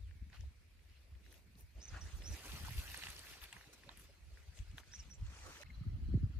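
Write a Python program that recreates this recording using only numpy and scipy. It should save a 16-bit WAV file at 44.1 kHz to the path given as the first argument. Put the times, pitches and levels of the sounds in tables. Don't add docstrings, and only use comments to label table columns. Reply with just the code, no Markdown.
import sys
import numpy as np
from scipy import signal
from scipy.fft import rfft, irfft, next_fast_len
from scipy.io import wavfile
from scipy.ndimage import uniform_filter1d

SR = 44100
rng = np.random.default_rng(int(sys.argv[2]) if len(sys.argv) > 2 else 0)


def transcribe(signal):
    frames = np.atleast_2d(signal).T
    limited = np.clip(frames, -1, 1)
    pcm = np.round(limited * 32767).astype(np.int16)
    wavfile.write(sys.argv[1], SR, pcm)


N = 281799
TIME = np.arange(N) / SR
# (time [s], delay [samples])
LEFT_LAG = [(0, 2), (2.2, 0), (2.5, 5), (4.1, 4), (4.7, 2.5), (5.2, -1.5), (5.3, -4)]


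def gain_of(db):
    return 10 ** (np.asarray(db) / 20)


def evened(x):
    return x / np.sqrt(np.mean(x ** 2) + 1e-20)


def slow_noise(count, size, passes=1):
    wander = rng.standard_normal(count)
    for _ in range(passes):
        wander = uniform_filter1d(wander, size=size)
    return evened(wander)


def read(points, hz):
    f, value = np.transpose(points)
    return np.interp(np.log(hz + 1), np.log(f + 1), value)


def curves(rows):
    s, *columns = np.transpose(rows)
    return [np.interp(TIME, s, c) for c in columns]


def panned(sound, pan_db):
    return np.array([sound * gain_of(pan_db / 2), sound * gain_of(-pan_db / 2)])


def add(mix, s, sound):
    part = mix[:, round(s * SR):][:, :sound.shape[1]]
    part += sound[:, :part.shape[1]]


def swell(s, length_s, rise, top):
    u = np.linspace(0, 1, round(length_s * SR))
    shape = np.sin(np.pi * np.interp(u, [0, rise, 1], [0, .5, 1])) ** 4
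    return s - rise * length_s, top[:, None] * shape


def coloured(x, spectrum):
    size = next_fast_len(N + 4096)
    shape = gain_of(read(spectrum, np.fft.rfftfreq(size, 1 / SR)))
    return evened(irfft(rfft(x, size) * shape, size)[:, :N])


def wavelet(hz, turns, sweep):
    u = np.arange(0, 4 * turns / hz, 1 / SR) * hz / turns
    cycles = turns * (u + sweep * (1 - np.exp(-2.5 * u)) / 2.67)
    envelope = u ** 2 * np.exp(-u * 3.32) * np.cos(np.pi * u / 8)
    shape = envelope * np.sin(2 * np.pi * cycles)
    return shape / abs(shape).max()


def lagged(left):
    lag = np.round(curves(LEFT_LAG)[0]).astype(int)
    return left[np.clip(np.arange(N) - lag, 0, N - 1)]


def scattered(sound, t60, wet_db):
    taps = rng.standard_normal((2, 3000)) * gain_of(-60 * np.arange(3000) / SR / t60)
    blur = signal.oaconvolve(sound, taps / np.linalg.norm(taps[0]), axes=1)[:, :N]
    return sound + gain_of(wet_db) * blur


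def hiss(same, patchy_db, flicker_db, size=512, near=False):
    # (frequency [Hz], lead of the left [rad])
    lead = [(4300, 0.5), (5500, -2), (6890, -6), (8270, -8), (9650, -11.5), (11000, -14.5), (13100, -18),
            (14500, -21)]
    frames, hz = 4 * N // size + 5, np.fft.rfftfreq(size, 1 / SR)
    a, b, c, d, patches = rng.standard_normal((frames, len(hz), 5)).T
    patches = uniform_filter1d(patches, size=4, axis=0)
    patches = evened(uniform_filter1d(patches, size=12, axis=1))
    flicker = slow_noise(frames, size=4)
    same = np.clip(read(same, hz), 0, 1)[:, None]
    left, other = a + 1j * b, c + 1j * d
    frame_s = (np.arange(frames) - 2) * size / 4 / SR
    lag = near * np.interp(frame_s, *np.transpose(LEFT_LAG))
    low = np.clip((5500 - hz) / 1200, 0, 1)
    phase = 2 * np.pi / SR * np.outer(low * hz, lag) - read(lead, hz)[:, None]
    z = np.array([left, same * left * np.exp(1j * phase) + np.sqrt(1 - same ** 2) * other])
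    z *= gain_of(patchy_db * patches + flicker_db * flicker)
    return evened(signal.istft(z, nperseg=size, noverlap=3 * size // 4)[1][:, :N])


def air_noise():
    # (frequency [Hz], likeness [0-1])
    far = [(100, 0.81), (1000, 0.037), (6500, 0.047), (10000, 0.77), (13100, 0.93), (14500, 0.27)]
    return hiss(far, patchy_db=2.5, flicker_db=0.0)


def field_air(air):
    # (frequency [Hz], relative level [dB])
    colour = [(150, -5), (250, 1.5), (460, -0.5), (950, -10.5), (2330, 1), (3200, -9.5), (4500, -6),
              (6500, -15), (8700, -13.5), (10600, -18), (13300, -44), (14400, -12), (14700, -72)]
    return gain_of(-75.5) * coloured(air, colour)


def open_air(air):
    # (frequency [Hz], relative level [dB])
    colour = [(300, -31), (500, -5), (950, -11), (1300, -5.5), (2400, -9.5), (3100, -11.5), (4200, -18.5),
              (4900, -15), (8700, -25), (10500, -24), (13300, -25.5), (14400, -28), (14700, -64)]
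    return gain_of(-70) * coloured(air, colour)


def insects(air):
    # (frequency [Hz], relative level [dB])
    band = [(3500, -41), (3950, -8), (4450, -8), (4900, -41)]
    # (time [s], level [dB])
    levels = [(5.64, -77), (5.9, -80), (6.0, -84), (6.05, -77), (6.19, -78), (6.23, -95), (6.32, -92),
              (6.36, -80)]
    throb = gain_of(1.7 * slow_noise(N, size=400))
    return gain_of(curves(levels)[0]) * coloured(throb * air, band)


def ports(spectrum, same):
    shared, left, right = rng.standard_normal((3, N))
    separate = np.array([left, right])
    return coloured(np.sqrt(same) * shared + np.sqrt(1 - same) * separate, spectrum)


def wind():
    # (time [s], rumble level [dB], upper rumble level [dB])
    wind_levels = [(0, -46.5, -66.5), (.5, -57, -63.5), (.62, -59.5, -71), (1.03, -61, -68.5),
                   (1.3, -57, -67), (1.7, -61, -65), (2, -55.5, -61), (2.45, -59.5, -59.5),
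                   (2.62, -44, -42.5), (2.85, -48.5, -61), (3.05, -57, -61.5), (3.74, -65, -63.5),
                   (4.25, -56.5, -69), (5.14, -57, -60), (5.5, -52.5, -60.5), (5.62, -65, -68),
                   (5.7, -53, -54.5), (5.95, -38, -49.5), (6.12, -36.5, -44), (6.39, -48, -55)]
    # (top time [s], length [s], rumble level [dB], upper rumble over it [dB], left minus right [dB])
    gusts = [(0.09, 0.079, -61, -24, 8), (0.228, 0.047, -46.5, -14, -6), (0.44, 0.16, -43.5, -20, 0),
             (1.162, 0.063, -59, -31, -1), (1.648, 0.072, -49, -25, 0), (1.8, 0.12, -56, -3.5, -7),
             (1.938, 0.15, -42, -30, 0), (2.062, 0.12, -45.5, -8, -2.5), (2.215, 0.3, -44.5, -20, 2),
             (2.321, 0.15, -44, -2, -8), (2.535, 0.17, -47, -21, 4), (2.784, 0.062, -36.5, -23, 1),
             (3.105, 0.058, -51, -12, -2), (4.304, 0.29, -58, -33, -12), (4.493, 0.063, -45, -18, 0),
             (4.612, 0.077, -38, -16, 0), (4.708, 0.13, -46, -37, 4), (5.004, 0.11, -49.5, -21, 1),
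             (5.254, 0.2, -38.5, -34, -2.5), (5.671, 0.085, -44, -5, -2.5), (5.778, 0.022, -42.5, -21, 11),
             (5.89, 0.1, -39, -14, 6), (5.992, 0.16, -45, -32, -6), (6.134, 0.07, -35, 2, 5),
             (6.234, 0.16, -30.5, -6, 1), (6.385, 0.14, -38, -15, 5.5)]
    # (frequency [Hz], relative level [dB])
    rumble_colour = [(15, -48), (25, -30), (40, 2), (60, 5.5), (85, 2.5), (115, -15), (170, -30),
                     (260, -48), (600, -120)]
    upper_colour = [(40, -71), (70, -18), (110, 5), (200, -3), (350, -18.5), (550, -40), (1000, -110)]
    # (time [s], peak level [dB], pitch [Hz], left minus right [dB])
    thumps = [(0.02, -44.5, 59.5, -1), (0.211, -41.5, 59.6, 4), (0.391, -41.5, 62, 0),
              (0.423, -41.5, 59, 1), (0.468, -45, 64, 0), (1.116, -45, 62.3, -1), (1.15, -51, 65.3, -2),
              (1.751, -45.5, 54.3, 1), (1.915, -45.5, 73.5, 2), (2.015, -43.5, 56.5, -13),
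              (2.13, -42, 53, -15), (2.299, -49.5, 73.6, 18), (2.506, -50.5, 70.5, -17),
              (2.71, -42, 91.5, -4.5), (2.757, -36, 58.5, 0), (3.063, -51.5, 80.5, 0), (3.412, -51, 52, 4),
              (4.321, -49, 52.6, 4), (4.485, -55, 54.6, 6), (4.586, -69, 79, 0), (4.676, -49, 58.7, 2),
              (5.206, -41, 58.5, 7), (5.223, -35.5, 77.5, 1), (5.809, -36.5, 101, -1),
              (5.865, -41.5, 150, -3), (5.865, -32.5, 81.6, 0), (5.929, -35.5, 77.4, 1), (6.08, -38, 59, 6),
              (6.086, -40.5, 170, 2), (6.14, -30, 185, 0), (6.147, -22.5, 84, -4), (6.173, -36.5, 204, 2),
              (6.229, -38.5, 172, -2), (6.232, -27, 82, 1), (6.367, -39, 74.7, -4)]

    rumble, upper = np.repeat(gain_of(curves(wind_levels))[:, None] ** 2, 2, axis=1)
    for s, length_s, db, over_db, pan in gusts:
        start, gust = swell(s, length_s, 0.53, panned(gain_of(db), pan) ** 2)
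        add(rumble, start, gust)
        add(upper, start, gust * gain_of(over_db) ** 2)
    lumps = gain_of(5.75 * slow_noise(N, size=700, passes=2))
    out = gain_of(-3.5) * np.sqrt(rumble) * ports(rumble_colour, same=0.68)
    out += gain_of(-6.5) * np.sqrt(upper) * evened(ports(upper_colour, same=0.94) * lumps)

    for (s, db, hz, pan), lag in zip(thumps, rng.integers(-60, 60, len(thumps))):
        sweep = np.clip(0.068 * (db + 51.5), 0, 4)
        left, right = panned(gain_of(db) * wavelet(hz, turns=1.41, sweep=sweep), pan)
        lag_s = lag * (70 / max(hz, 70)) ** 2 / SR
        add(out[:1], max(s + lag_s, 0), left[None])
        add(out[1:], s, right[None])
    return out


def pips():
    # (time [s], level [dB], pitch [Hz], length [s])
    pip_rows = [(1.754, -67, 578, 0.033), (3.853, -65.5, 568, 0.053), (4.08, -63.5, 558, 0.037),
                (5.595, -55.5, 584, 0.033), (5.655, -61, 2130, 0.016), (5.66, -62.5, 2620, 0.019),
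                (5.695, -57, 2134, 0.019), (5.734, -64.5, 4050, 0.025), (5.793, -69, 4000, 0.015),
                (5.832, -65, 1260, 0.014), (6.171, -71, 4050, 0.012)]
    out = np.zeros((2, N))
    for s, db, hz, length_s in pip_rows:
        t = np.arange(0, length_s, 1 / SR)
        waver = 1 + 0.46 * slow_noise(len(t), size=60, passes=2)
        tone = waver * np.hanning(len(t)) * np.sin(2 * np.pi * hz * t)
        add(out, s, panned(gain_of(db) * tone, 0))
    return scattered(out, t60=0.05, wet_db=-9.0)


def bird():
    # (start time [s], length [s], level [dB], first pitch [Hz], last pitch before any droop [Hz],
    # clearness: steady tone over throb [ratio], bend of the glide [exponent])
    chirps = [(0.018, 0.085, -78.5, 4100, 2470, 2.7, .75), (0.099, 0.16, -81, 2396, 2010, 3, 1.1),
              (0.392, 0.05, -82, 3050, 2600, 3, 1.1), (1.798, 0.038, -62, 4700, 5860, .6, 1.3),
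              (1.813, 0.046, -55.5, 5870, 6250, 1.5, 3.5), (1.878, 0.021, -53.5, 6400, 4600, 2.2, 1.7),
              (2.005, 0.045, -59.5, 5920, 5800, 1.5, 1.3), (2.018, 0.011, -57, 5440, 5330, 1.3, 1.5),
              (2.235, 0.032, -56, 5060, 5760, 1.1, 1.15), (2.253, 0.048, -52, 5610, 6230, 1.6, 1.7),
              (2.324, 0.02, -54.5, 6300, 5000, 2.2, 0.89), (4.916, 0.052, -54, 4900, 6050, 0.56, 3.2),
              (4.989, 0.022, -53, 6250, 5000, 2, 1.1), (5.098, 0.033, -57, 5470, 5910, 2.6, 6.5),
              (5.129, 0.031, -64, 5480, 6080, 0.53, 4.4), (5.133, .024, -64, 6600, 7700, .3, 2.2)]
    # (place of the peak [share of note], start [dB], end [dB])
    rising, falling = (0.42, -8.5, -3), (0.33, -1, -9.5)
    flutter_hz, flutter_depth, droop_hz = 190, .5, 420
    out = np.zeros((2, N))
    for s, length_s, db, first_hz, last_hz, clear, bend in chirps:
        u, rises = np.linspace(0, 1, round(length_s * SR)), last_hz > first_hz
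        glide = 1 - (1 - u) ** bend if rises else u ** bend
        hz = first_hz + (last_hz - first_hz) * glide
        hz = hz - rises * droop_hz * u ** 4

        peak, start_db, end_db = rising if rises else falling
        breaks_db = 1.0 * slow_noise(len(u), size=250, passes=2)
        level_db = db + breaks_db + np.interp(u, [0, peak, 1], [start_db, 0, end_db])

        beating = 1 + rises * flutter_depth * np.cos(2 * np.pi * flutter_hz * length_s * u)
        throb = slow_noise(len(u), size=58, passes=2) + 1j * slow_noise(len(u), size=58, passes=2)
        carrier = np.exp(2j * np.pi * np.cumsum(hz) / SR)
        whistle = evened(((clear * beating + throb) * carrier).real)
        note = gain_of(level_db) * whistle * signal.windows.tukey(len(u), .15)
        add(out, s, panned(note, -3.5))
    later_left = np.roll(out[0], 2)
    return scattered(np.array([later_left, out[1]]), t60=0.15, wet_db=-9.0)


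def snaps():
    # (time [s], crack level [dB], crack pitch [Hz], ring level [dB],
    # ring pitch [Hz], left minus right [dB])
    stems = [(0.1104, -56, 1760, -75, 6200.0, 9), (0.3, -58, 1770, -57.5, 6300, 5),
             (0.33, -50.5, 1970, -54, 4420, -5), (0.368, -50, 2280, -64, 4500, 0),
             (0.408, -55, 2200, -42.5, 5900, 3), (0.437, -58, 556, -71, 6300.0, 0),
             (0.792, -59.5, 2270, -78, 4300, -6), (0.8986, -67, 4100, -58, 4520, 4),
             (1.152, -56, 2420, -70, 4700, -1), (1.2414, -62, 3400, -67, 4700, 5),
             (1.2632, -55.5, 1820, -59, 4900.0, 5), (1.3167, -55, 3400, -52, 5300, -3),
             (1.3263, -55, 1710, -44.5, 10500, 6), (1.3413, -55.5, 2600, -50, 12400, 15),
             (1.5538, -62, 3100, -57, 4300, 3), (1.6089, -73, 1100, -42, 12700, 3),
             (2.221, -43, 2650, -46, 5200, -1), (2.519, -37.5, 3710.0, -60, 4800.0, 4),
             (2.6833, -43, 1030, -42, 10000.0, -4), (2.6918, -48, 2800, -39, 4970, 3),
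             (2.7069, -43, 2120, -35, 12200, -5), (2.779, -42.5, 3160, -56, 9200.0, 12),
             (2.7888, -44, 2700, -43, 5100, 3), (2.878, -38, 2440, -62, 6000, 2),
             (2.916, -44, 2350.0, -35, 11800, 2), (2.944, -35, 1750, -36, 5900, -1),
             (2.975, -64, 2340.0, -34.5, 9000, -14), (3.025, -38.5, 2010, -40, 4200, -5),
             (3.036, -31.5, 2450, -35.5, 5200, 0), (3.0689, -32, 2430, -58, 5300.0, -3),
             (3.085, -40, 1800, -60, 5000, -2), (3.103, -48, 2560.0, -35, 9600, -4),
             (3.164, -48, 3500, -36, 5200, 4), (3.1926, -39, 4050, -35.5, 9100, -1),
             (3.2693, -43, 2280, -57, 5900.0, 3), (3.313, -49, 2700, -47, 4700, 2),
             (3.336, -47, 2560, -56, 4300, 5), (3.417, -45, 2930.0, -63, 12500.0, 6),
             (3.4386, -38.5, 3650, -35.5, 12400, 2), (3.4566, -45, 2600, -61, 4700, 2),
             (3.5274, -36.5, 2380, -38, 7700, 4), (3.566, -43.5, 1700.0, -59, 8000.0, -3),
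             (3.6113, -49.5, 1640, -69, 6400.0, 0), (3.641, -51, 1750, -76, 6300.0, 4),
             (3.734, -58, 2070.0, -49, 6160, 4), (3.8348, -49.5, 1820, -74, 7600.0, 4),
             (3.8917, -43, 1210, -42, 3860, -4), (3.9735, -52, 2230, -40.5, 9900, 3),
             (3.997, -54, 2170, -42.5, 9800, 5), (4.373, -51.5, 1700, -65, 6300.0, 1),
             (4.572, -52, 2950.0, -62, 6100.0, 7.0), (4.5888, -52, 2640, -47.5, 6130, 20),
             (4.7136, -55, 2800, -53, 7300, 5), (4.7813, -40.5, 1490, -38, 3180, 3),
             (4.802, -55, 3200, -54, 7300.0, 9), (4.8337, -53, 1440, -70.0, 7400.0, 6),
             (4.937, -46, 1600, -50, 3570, 3), (5.037, -55, 2920.0, -64, 5100.0, 5.0),
             (5.052, -57, 3250, -62, 6340, 6), (5.1, -58, 1430, -62, 5600.0, 1),
             (5.212, -67, 1200, -53, 5700, 3), (5.265, -50, 2830, -47, 6600, -1),
             (5.6142, -52, 4000, -37, 6000, 2.5), (5.6319, -43, 1530, -54, 4430, -2)]
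    cracks, rings = np.zeros((2, 2, N))
    for s, db, hz, ring_db, ring_hz, pan in stems:
        for delay_s, loss_db in (0, -2), (.0011, -12.5):
            crack = gain_of(db + loss_db) * wavelet(hz, turns=1.24, sweep=0.3)
            add(cracks, s + delay_s, panned(crack, pan))
        ring = gain_of(ring_db) * wavelet(ring_hz, turns=2.9, sweep=0.13)
        first_tick = gain_of(ring_db - 4.5) * wavelet(ring_hz, turns=.7, sweep=.5)
        add(rings, s, panned(ring, pan))
        add(rings, s, panned(first_tick, pan))
    out = scattered(cracks, t60=0.024, wet_db=1.0)
    out += gain_of(-7.0) * scattered(rings, t60=0.012, wet_db=1.5)
    return np.array([lagged(out[0]), out[1]])


def crackle(per_s, spread_db, count=30):
    clumps = gain_of(6.0 * slow_noise(N, size=800))
    happens = rng.random(N) < clumps * per_s / SR
    strength = gain_of(spread_db * np.minimum(rng.exponential(1, N), 5)) * happens
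    kind, out = rng.integers(0, count, N), np.zeros((2, N))
    for k, hz in enumerate(np.geomspace(700, 12000, count)):
        tick = wavelet(hz, turns=2.27, sweep=0.36)
        tick = tick / np.linalg.norm(tick) * np.sqrt(hz)
        train = signal.oaconvolve(strength * (kind == k), tick)[:N]
        out += [np.roll(lagged(train), rng.integers(-2, 3)), train]
    return evened(out)


def walk():
    # (time [s], rustle level [dB], leaf fizz over it [dB], tread of the sole over it [dB])
    steps = [(0, -78, -8, -4.5), (.48, -78, -9, -13), (.63, -79.5, -7, -15.5), (1.15, -81, -4, 2),
             (1.73, -78, -5.5, -12), (1.78, -71, -14, 0.5), (1.9, -65, -18.5, -12), (2.15, -67, -12, -4.5),
             (2.3, -61.5, -9, -6.5), (2.52, -55.5, -8, -11), (2.85, -56.5, -4, -16),
             (3.07, -53.5, -8.5, -19), (3.22, -61, -6.5, -10), (3.5, -64, -11.5, -12.5),
             (3.7, -69, -10, -4), (4.05, -68, -14, -12), (4.2, -75, -7.5, -7), (4.7, -69.5, -15, -15),
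             (5.16, -74, -11.5, -6), (5.36, -64.5, -17, -15), (5.64, -61, -12.5, -10.5)]
    # (top time [s], length [s], rustle level [dB],
    # then over it: swish of blades [dB], fizz [dB], tread [dB], coarse rub of stalks [dB])
    brushes = [(0.348, 0.091, -64.5, -16, -16, -18, 0), (0.405, 0.22, -71, -11, -14, -13, -11),
               (0.947, 0.32, -72, -26, -25, -26, -15), (1.257, 0.12, -69, -14, -15, -13, -15),
               (1.336, 0.22, -71, -5.5, -5, -1, -8), (1.599, 0.1, -74, -1, 5.5, -1, -16),
               (1.947, 0.15, -64.5, -5.5, -31, -6, 6.5), (2.072, 0.24, -71.5, 1.5, -9, -20, 2.5),
               (2.174, 0.078, -79, 9, 11, -3, 6), (2.332, 0.13, -61.5, -2.5, -6, -5, -5),
               (2.463, 0.045, -63.5, 1, 2, 3.5, -11), (2.79, 0.048, -52, -16, -6, -24, -15),
               (3.288, 0.18, -59, -11.5, -6.5, -20, -6.5), (3.433, 0.071, -57, -14, -4, -23, -5),
               (3.562, 0.16, -65.5, -17, -5, -22, -1), (3.737, 0.036, -72, 8, 2, -10, -1),
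               (3.898, 0.11, -66.5, -29, -28, -7, -2), (4.006, 0.14, -70.5, -7, 3, -11, -8),
               (4.367, 0.29, -74.5, -6, -16, -7, -15), (4.577, 0.15, -70, 0, -12, -4.5, -26),
               (4.786, 0.068, -64, -6, -5, -3, -3.5), (4.96, 0.39, -67.5, -6, -22, -18, -6),
               (5.432, 0.64, -70.5, 2, -27, -5, 8), (5.478, 0.14, -73.5, -6, 1, 10, 11.5)]
    # (frequency [Hz], likeness [0-1])
    likeness = [(100, 1), (400, 0.68), (1400, 0.58), (2750, 0.4), (4100, 0.063), (6900, 0.059),
                (9650, 0.89), (13100, 1), (14500, .3)]
    # (frequency [Hz], relative level [dB])
    rustle = [(600, -75), (1300, -23), (1750, -2.5), (2100, 1), (2320, 2), (2600, 3), (3050, 0),
              (4500, -0.5), (5500, -10), (9000, -60)]
    swish = [(2500, -64), (4600, -12.5), (6000, 3), (7300, -1.5), (8800, -3), (10000, -18), (14000, -62)]
    fizz = [(5000, -101), (8500, -8), (10000, -1.5), (11500, -1), (13300, 0.5), (14400, -4), (14700, -31)]
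    tread = [(80, -56), (150, -4), (300, 8.5), (600, 2.5), (1000, -6), (2500, -44)]
    rub = [(300, -23.5), (850, -8), (1400, -2), (1800, -7.5), (4000, -77)]

    rustle_db, fizz_db, tread_db = curves(steps)
    over_rustle = (0, -10.5, fizz_db, tread_db, -7.5)  # rustle, swish, fizz, tread, rub [dB]
    power = gain_of([rustle_db + db for db in over_rustle]) ** 2
    for s, length_s, db, *over_db in brushes:
        top = gain_of(db + np.array([0, *over_db])) ** 2
        add(power, *swell(s, length_s, 0.42, top))

    ticks_db = -5 + .5 * (rustle_db - rustle_db.max())
    ticks = gain_of(ticks_db) * crackle(per_s=2200, spread_db=3.4)
    brushing = hiss(likeness, patchy_db=3.0, flicker_db=0.96, near=True) + ticks
    trims_db = (-1.0, 3.0, 0.45, 0.9, -1.7)
    layers = zip(power, (rustle, swish, fizz, tread, rub), trims_db)
    return sum(np.sqrt(p) * gain_of(db) * coloured(brushing, colour) for p, colour, db in layers)


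def scene():
    cut_s, gap_s, fade_s = 5.635, .006, .003
    before = np.clip((cut_s - TIME) / fade_s + 1, 0, 1)
    after = np.clip((TIME - cut_s - gap_s) / fade_s, 0, 1)
    air = air_noise()
    walking = field_air(air) + bird() + snaps() + walk()
    standing = open_air(air) + insects(air)
    return before * walking + after * standing + (before + after) * (wind() + pips())


def record(dry):
    overload, edge_hz = .11, 15770
    heard = overload * np.tanh(dry / overload)
    heard = np.pad(heard, ((0, 0), (255, 255)), "edge")
    lowpass = signal.firwin(511, edge_hz, window=("kaiser", 9), fs=SR)
    return signal.oaconvolve(heard, lowpass[None], "valid")


dry = scene()
out = record(dry)
transcribe(out)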